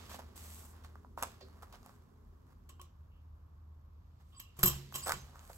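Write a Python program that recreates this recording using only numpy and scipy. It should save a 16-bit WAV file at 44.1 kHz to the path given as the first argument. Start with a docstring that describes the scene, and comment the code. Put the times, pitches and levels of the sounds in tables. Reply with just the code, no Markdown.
"""A steel hand punch bites through folded paper over a wooden craft table, close under a phone's two mics.
Each blow cracks, rings the steel and thumps the table; rubbing makes hinge, spring and sheet squeak.
Just as near, the paper hisses as it slides, snaps as it buckles and tears free of the die.
Behind them are short room reflections, a soft low hum, a dull rumble and diffuse room noise."""
import sys
import numpy as np
from scipy import signal
from scipy.fft import rfft, irfft, next_fast_len
from scipy.io import wavfile

SR = 44100
rng = np.random.default_rng(int(sys.argv[2]) if len(sys.argv) > 2 else 0)


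def output_pcm(signal):
    """Save a mono or channel-first signal as 16-bit PCM at the path in sys.argv[1].

    Samples are clipped to [-1, 1] before scaling.
    """
    pcm = np.clip(np.atleast_2d(signal).T, -1, 1) * 32767
    wavfile.write(sys.argv[1], SR, np.round(pcm).astype(np.int16))


N = 245637

# blows on the punch, close to the mics: (time [s], die level [dB], then relative to the die:
# jaws [dB], handles [dB], table [dB], crack of contact [dB])
BLOWS = [(2.6925, -58, -2, -8, -4.5, 9), (2.6970, -77.5, -5, 22, 10.5, 0), (2.7956, -70.5, -4, 22, 12, 7),
         (2.814, -62, -10, -8, 0, 19.5), (4.399, -42, -10.5, -8.5, -60.5, -5),
         (4.59, -42, -12.5, -15, 2.5, -2), (4.6304, -21, -9.5, -11.5, -35, -7),
         (4.6353, -13, -24, -27.5, -9.5, -5.5), (4.646, -29, -41, -26, 7, -10),
         (4.6582, -13.5, -16.5, -26, -21, -14), (4.6721, -26.5, -3.5, -13.5, -43.5, -16),
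         (4.6790, -24, -11.5, -24, -12.5, -16), (4.698, -36, -11.5, -12, -6, -11),
         (4.9411, -44, -4.5, 3, -49, -8), (4.9498, -41.5, 1, -4.5, -5.5, -20),
         (4.9566, -34.5, -12, -18, -47, 1), (5.1371, -58.5, 13, 8, 17, -4),
         (5.1696, -58.5, 6, -13, 18.5, -8)]
PART_HZ = 12500, 7000, 1800, 150  # where die, jaws, handles and table sound
CONTACT_S, STEEL_ABOVE_HZ = .002, 500  # a blow builds over CONTACT_S
# modes of punch and table: (frequency [Hz])
MODE_HZ = [66, 138, 182, 359, 1034, 1099, 1161, 2650, 2815, 2930, 3060, 3180, 4030, 5050, 5652, 5760, 6800,
           6864, 6977, 7520, 7790, 8570, 10740, 11880, 12620, 12815, 12925, 12970, 13030, 15300]
# ring of each of those modes: (level [dB], t60 [s])
MODE_RINGS = [(-7.5, 0.21), (-1.5, 0.85), (-13.5, 0.14), (-4.5, 0.28), (-4, 0.14), (1.5, 0.11), (-1, 0.07),
              (-7.5, 0.1), (-11.5, 0.22), (-10.5, 0.24), (-5.5, 0.12), (3.5, 0.035), (-8, 0.071),
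              (-4.5, 0.047), (-15.5, 0.21), (-8, 0.043), (-3.5, 0.1), (-28.5, 0.32), (-16, 0.052),
              (0, 0.04), (-1.5, 0.055), (-3, 0.033), (-16.5, .04), (-15, 0.032), (-25, .04), (1, 0.035),
              (2, 0.018), (-24, 0.34), (-15.5, 0.029), (-29, .025)]
# hinge, spring and sheet sing: (time [s], length [s], pitch [Hz], bandwidth [Hz], level [dB])
SQUEAKS = [(1.406, 0.048, 4390, 900, -64), (1.409, 0.028, 560, 50.4, -52), (1.415, 0.05, 388, 40, -59),
           (3.108, 0.15, 2850, 600, -83), (4.348, 0.043, 4760, 200, -67.5), (4.319, 0.11, 3200, 896, -71.5),
           (4.325, 0.18, 1104, 200, -69), (4.362, 0.045, 7800, 100, -60), (4.4, .16, 2850, 300, -70),
           (4.924, 0.017, 13100, 199, -55), (4.97, 0.061, 7000, 150, -52.5),
           (4.974, 0.047, 7460, 150, -53.5), (4.966, 0.18, 1096, 80, -61.5), (4.972, .04, 15000, 900, -49),
           (5.024, 0.1, 7990, 150, -45.5), (5.022, 0.035, 4860, 500, -55), (5.07, 0.038, 8000, 248, -52),
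           (5.184, 0.058, 6220, 250, -63)]
# paper buckles: (time [s], pop level [dB], pitch [Hz], crisp edge relative to the pop [dB])
SNAPS = [(0.1441, -38, 810, -5), (0.1925, -39, 860, -17), (0.3608, -61, 960, 1), (0.8476, -46.5, 1250, -5),
         (0.956, -41.5, 1165, -17.5), (1.0477, -44, 985, -29), (1.1766, -29, 940, -28),
         (1.1894, -46, 947, -18), (1.2262, -26, 1305, 1), (1.2337, -27, 1087, 2), (1.2436, -53, 1070, -11),
         (1.411, -49.5, 740, -6), (1.6323, -39, 1030, -14), (1.727, -50.5, 1050, 2),
         (1.7406, -44.5, 980, -14), (1.756, -47, 1170, -8.6), (1.8305, -55, 987, -1),
         (1.8618, -46, 920, -3), (1.894, -45.5, 1120, -12), (4.6325, -19.5, 1270, -4.5),
         (4.9247, -40.5, 1150, -9.4), (5.0714, -29, 1000, -4), (5.082, -32.5, 1040, 4.5),
         (5.0944, -24.5, 1215, 0), (5.1083, -23, 1274, -22), (5.1207, -21.5, 1458, 1.5),
         (5.347, -57, 977, -7), (5.3577, -43.5, 1185, -12), (5.3934, -59, 940, 8.5),
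         (5.4999, -40.5, 670, -10), (5.532, -53, 1593, 9)]
FLUTTER_DB, EDGE_FULLNESS = -19.5, 0.75  # fullness 0-1: how far down the edge reaches
# start and end of the tear: (time [s], pop level [dB], pitch [Hz])
TEAR, TEAR_POPS, TEAR_EDGE_DB = [(5.064, -41.5, 890), (5.102, -28, 1165)], 13, -11
# the sheet slides in the hand: (time [s], hiss [dB], airy top [dB], flexing body [dB])
SLIDE = [(0, -61, -65, -60), (.17, -68, -67, -64.5), (.34, -78.5, -97, -68), (.37, -63.5, -55.5, -64),
         (.6, -66.5, -55, -64), (.72, -78.5, -64, -67), (.76, -76, -77, -63), (.92, -83, -99, -69.5),
         (1.16, -99, -100, -81.5), (1.25, -66, -58, -58.5), (1.39, -75.5, -80, -69.5),
         (1.62, -85, -94.5, -67.5), (1.9, -79.5, -71, -69.5), (2.15, -94.5, -106, -77.5),
         (3.8, -93, -116, -82.5), (4.34, -82.5, -77, -88), (4.55, -77.5, -90, -79),
         (4.7, -55.5, -46, -51.5), (4.9, -68, -74.5, -79.5), (4.98, -59, -52, -61.5), (5.16, -62, -60, -62),
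         (5.34, -74, -77, -66.5), (5.37, -74.5, -71, -61.5), (5.57, -74, -59, -69.5)]
# paper scuffs hand, table or steel: (time [s], hold [s], hiss [dB], airy top [dB], flexing body [dB])
SCUFFS = [(0.094, 0.063, -58, -56, -55.5), (0.187, 0.0077, -70, -74, -50), (0.357, 0.006, -69, -53.5, -63),
          (0.836, 0.017, -67, -69, -59.5), (1.174, 0.051, -88, -68, -51.5), (1.223, 0.0061, -54, -61, -40),
          (1.407, 0.011, -61.5, -79, -68), (1.622, 0.0045, -73, -62.5, -53.5),
          (1.723, 0.031, -65.5, -78, -59), (1.846, 0.054, -85, -87, -68), (2.466, 0.066, -95, -93, -72.5),
          (2.69, 0.0046, -66.5, -61, -67), (2.796, .008, -80, -82, -70), (2.8135, .004, -74, -62, -72),
          (4.198, 0.014, -80.5, -92, -72), (4.395, 0.005, -59.5, -54.5, -85), (4.5665, .02, -76, -64, -70),
          (4.5880, .035, -64, -54, -57), (4.6310, .055, -60, -38, -55), (4.9400, .01, -62, -52, -58),
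          (4.9510, .009, -54, -42, -51), (5.06, 0.059, -65, -45, -42), (5.494, 0.017, -82, -73, -57.5)]
SCUFF_ATTACK_S, SCUFF_FADE_DB_PER_S = 0.0011, 454
# hiss of sliding paper: (frequency [Hz], relative level [dB])
HISS_SPECTRUM = [(900, -12.5), (1900, 3.5), (3200, 4.5), (4500, 3.5), (6000, -2.5), (7500, -7),
                 (10000, -34.5)]
# its airy top, heard close up: (frequency [Hz], relative level [dB])
AIR_SPECTRUM = [(4500, -23.5), (6500, -7), (8500, 2), (10500, -5), (13000, -1), (15800, -6.5)]
# the flexing body of the sheet: (frequency [Hz], relative level [dB])
FLEX_SPECTRUM = [(250, -6.5), (500, 1.5), (1100, 5.5), (1600, -0.5), (2300, -10.5), (4000, -15)]
# the low hum in the room wavers: (time [s], level [dB])
HUM_LEVELS = [(0.0, -55.5), (0.15, -53), (1.0, -54.5), (2.1, -61.5), (2.9, -55.5), (3.2, -54.5),
              (4.15, -57), (4.4, -58.5), (5.57, -55.5)]
HUM_HZ, ROOM_NOISE_DB = 77.6, -59
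# a dull low rumble comes and goes; near 4.75 s, under the blows, the low sound swells again as the table rings:
# (time [s], level [dB])
RUMBLE_LEVELS = [(0.0, -60), (0.4, -60.5), (0.84, -65), (1.24, -63), (2.7, -70), (3.2, -90.5),
                 (4.48, -89.5), (4.75, -63), (5.1, -64.5), (5.57, -73.5)]
# colour of that rumble: (frequency [Hz], relative level [dB])
RUMBLE_SPECTRUM = [(100, -30.5), (170, -3.5), (205, 3), (228, -1.5), (252, 4.5), (280, -9.5), (420, -5.5),
                   (700, -38)]
# room noise all around the mics: (frequency [Hz], relative level [dB])
ROOM_SPECTRUM = [(20, -55), (32, -22.5), (45, -1), (60, -14), (110, -10.5), (200, -22), (400, -33),
                 (800, -38.5), (1110, -32), (1400, -42.5), (1900, -53.5), (3000, -56), (8000, -63),
                 (10500, -94.5), (12500, -47), (15000, -77)]
# decay of the room around the table: (frequency [Hz], t60 [s])
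ROOM_DECAY = [(300, 0.41), (1200, 0.2), (4000, 0.36), (12000, 0.14)]
# stereo width of the mic pair: (frequency [Hz], share of the left-right difference kept [0-1])
MIC_WIDTH = [(60, 0.079), (200, 0.31), (600, 0.97), (6000, 1.0), (7500, 1), (9300, 0.21), (10600, 0.2),
             (12000, 0.14), (15000, 0.15)]
# balance of the pair: (frequency [Hz], left minus right [dB])
MIC_BALANCE = [(60, 0), (400, -1), (1300, -2.5), (2500, -3), (5500, -6), (7500, -1.5), (9500, 0)]
# phase between the mic ports: (frequency [Hz], left lead [rad])
MIC_LEAD = [(0, 0), (3600, -2.6), (4600, -4.6), (7000, -6.3), (9400, -3.14), (11850, 0), (14250, 3.14),
            (16700, 6.3)]
MIC_CUTOFF_HZ = 15850


def punch():
    """Close up, a blow rings each mode by how hard it reaches it; loose parts rattle, contact cracks."""
    out, t = np.zeros((2, N)), np.arange(3000) / SR
    noises = rng.standard_normal((len(BLOWS), 3, len(t)))
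    scatters = rng.random((len(BLOWS), len(MODE_HZ), 2))
    drives = np.zeros((len(MODE_HZ), 2, N))
    crack_shape = np.minimum(t / CONTACT_S, 1) * (decay(t, 0.011) + 0.29 * decay(t, 0.018))
    for (s, db, *parts_db, crack_db), (shared, left, right), scatter in zip(BLOWS, noises, scatters):
        grit = np.array([shared + .5 * left, shared + .5 * right])
        rattle = grit * amp(-41) * decay(t, 0.029)
        reach_db = db + at_hz(list(zip(PART_HZ, [0] + parts_db))[::-1], np.array(MODE_HZ))
        for hz, drive, mode_db, (lateness, force) in zip(MODE_HZ, drives, reach_db, scatter):
            is_steel = hz > STEEL_ABOVE_HZ  # the table thumps at once, with no rattle
            gain = amp(mode_db + 1.33 * (force - 2.5))
            add(drive.T, s + lateness * CONTACT_S * is_steel, gain * np.ones((1, 2)))
            add(drive.T, s, gain * is_steel * rattle.T)
        add(out.T, s, (amp(db + crack_db) * crack_shape * grit).T)
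    for hz, (db, t60), drive in zip(MODE_HZ, MODE_RINGS, drives):
        r, w = decay(1 / SR, t60), 2 * np.pi * hz / SR
        out += amp(db) * signal.lfilter([0, np.sin(w)], [1, -2 * r * np.cos(w), r * r], drive)
    return out


def squeaks():
    """Rubbing keeps one mode of hinge, spring or sheet singing, quick to start and slower to fade."""
    out = np.zeros(N)
    for s, length, hz, width, db in SQUEAKS:
        progress = np.arange(round(length * SR)) / (length * SR)
        swell = np.sin(np.pi * progress ** 0.5)
        add(out, s, amp(db) * wavering_tone(9000, hz, width)[:len(swell)] * swell)
    return out


def snaps():
    """Paper buckles under the mics: a pop of a couple of cycles, a flutter and a crisp edge of noise."""
    out, t, buckles = np.zeros(N), np.arange(3000) / SR, SNAPS + tear()
    for (s, db, hz, edge_db), noise in zip(buckles, rng.standard_normal((len(buckles), len(t)))):
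        swing = np.exp(-((hz * t - .7) / .65) ** 2)
        pop = np.sin(2 * np.pi * hz * t) * (swing + amp(FLUTTER_DB) * decay(t, 0.085))
        edge = unit_rms(signal.lfilter([1, 0, -1], [1, -EDGE_FULLNESS], noise))
        edge *= decay(t, 0.0047) + 0.06 * decay(t, 0.035)
        add(out, s, amp(db) * (pop + amp(edge_db) * edge))
    return out


def tear():
    """The sheet tears free of the die: rows of unevenly spaced buckles, growing louder and higher."""
    progress = (np.arange(TEAR_POPS) + rng.random(TEAR_POPS)) / TEAR_POPS
    first, last = np.array(TEAR)
    return [(*(first + (last - first) * share), TEAR_EDGE_DB) for share in progress]


def rustle():
    """Fibres slip quickly as the sheet slides; its body flexes in sparser, lower crackles."""
    hiss, air, body = handling()
    slips = fibre_slips(per_s=11000, spread_db=4.5, alike=0.58)
    flex = coloured(fibre_slips(per_s=1200, spread_db=2.0, alike=.75), FLEX_SPECTRUM)
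    return hiss * coloured(slips, HISS_SPECTRUM) + air * coloured(slips, AIR_SPECTRUM) + body * flex


def handling():
    """Gains of hiss, airy top and body: the slow slide plus scuffs that start at once, hold and fade."""
    power, t = amp(curves(SLIDE)) ** 2, np.arange(9000) / SR
    for s, hold, *levels_db in SCUFFS:
        shape = np.minimum(t / SCUFF_ATTACK_S, 1) * amp(-SCUFF_FADE_DB_PER_S * np.maximum(t - hold, 0))
        add(power.T, s, np.outer(shape, amp(levels_db)) ** 2)
    return np.sqrt(power)


def fibre_slips(per_s, spread_db, alike):
    """Tiny slips of uneven size reach both mics, over a steady noise that differs at each."""
    size = amp(spread_db * np.minimum(rng.exponential(1, N), 5)) * (rng.random(N) < per_s / SR)
    shared, own = rng.standard_normal(N), rng.standard_normal((2, N))
    return size * alike * shared + np.sqrt(np.mean(size ** 2) * (1 - alike ** 2)) * own


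def reflections(x):
    """The room returns sparse echoes, different at each mic, each band dying at its own speed."""
    taps = np.zeros((2, SR // 2))
    arrivals = np.arange(100, SR // 2 - 20, 20) + rng.integers(0, 20, (2, (SR // 2 - 101) // 20))
    np.put_along_axis(taps, arrivals, rng.choice([-1., 1.], arrivals.shape), 1)
    hz, t, bands = signal.stft(taps, SR, nperseg=256)
    tail = signal.istft(bands * decay(t, at_hz(ROOM_DECAY, hz)[:, None]), SR, nperseg=256)[1]
    return signal.fftconvolve(x[None], tail / np.linalg.norm(tail[0]), axes=1)[:, :N]


def room_tone():
    """Behind the table: diffuse noise, a dull rumble and a wavering hum."""
    noise = amp(ROOM_NOISE_DB) * coloured(rng.standard_normal((2, N)), ROOM_SPECTRUM)
    rumble = amp(curves(RUMBLE_LEVELS)[0]) * coloured(rng.standard_normal((2, N)), RUMBLE_SPECTRUM)
    hum = np.sin(2 * np.pi * HUM_HZ * np.arange(N) / SR) + .5 * wavering_tone(N, HUM_HZ, width_hz=26)
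    return noise + rumble + amp(curves(HUM_LEVELS)[0]) * hum


def wavering_tone(count, hz, width_hz):
    """Narrow noise around hz, at rms 1."""
    pole = np.exp(-np.pi * width_hz / SR)
    drift = rng.standard_normal(count) + 1j * rng.standard_normal(count)
    drift = signal.lfilter([1], [1, -pole], signal.lfilter([1], [1, -pole], drift))
    return unit_rms((drift * np.exp(2j * np.pi * hz * np.arange(count) / SR)).real)


def coloured(x, spectrum):
    """Filters x by a spectrum, at rms 1."""
    size = next_fast_len(N)
    gain = amp(at_hz(spectrum, np.fft.rfftfreq(size, 1 / SR)))
    return unit_rms(irfft(rfft(x, size) * gain, size)[..., :N])


def amp(db):
    return 10 ** (np.asarray(db) / 20)


def decay(t, t60):
    return amp(-60 * t / t60)


def unit_rms(x):
    return x / np.sqrt(np.mean(x ** 2) + 1e-20)


def at_hz(points, hz):
    """Reads a table along log frequency."""
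    knots_hz, values = np.transpose(points)
    return np.interp(np.log(hz + 1), np.log(knots_hz + 1), values)


def curves(rows):
    """Draws each column of a timed table out to every sample."""
    times, *columns = np.transpose(rows)
    return [np.interp(np.arange(N) / SR, times, column) for column in columns]


def add(mix, s, sound):
    part = mix[round(s * SR):][:len(sound)]
    part += sound[:len(part)]


def scene():
    """Punch and paper close to the mics, with the room behind them."""
    paper, blows, squeaking = snaps(), punch(), squeaks()
    reflected = reflections(amp(-10.0) * paper + amp(-5.5) * (blows.mean(0) + squeaking))
    return blows + squeaking + paper + rustle() + reflected + room_tone()


def record(dry):
    """The phone's mic pair narrows bass and high treble; its ports differ in level and phase."""
    size = next_fast_len(N + 512)
    hz = np.fft.rfftfreq(size, 1 / SR)
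    left, right = rfft(dry, size)
    mid = (left + right) / 2
    side = (left - right) / 2 * at_hz(MIC_WIDTH, hz)
    port = amp(at_hz(MIC_BALANCE, hz) / 2) * np.exp(.5j * np.interp(hz, *np.transpose(MIC_LEAD)))
    pair = irfft(np.array([(mid + side) * port, (mid - side) / port]), size)[:, :N]
    lowpass = signal.firwin(511, MIC_CUTOFF_HZ, window=("kaiser", 9), fs=SR)
    return signal.oaconvolve(pair, lowpass[None], "same")


dry = scene()
out = record(dry)
output_pcm(out)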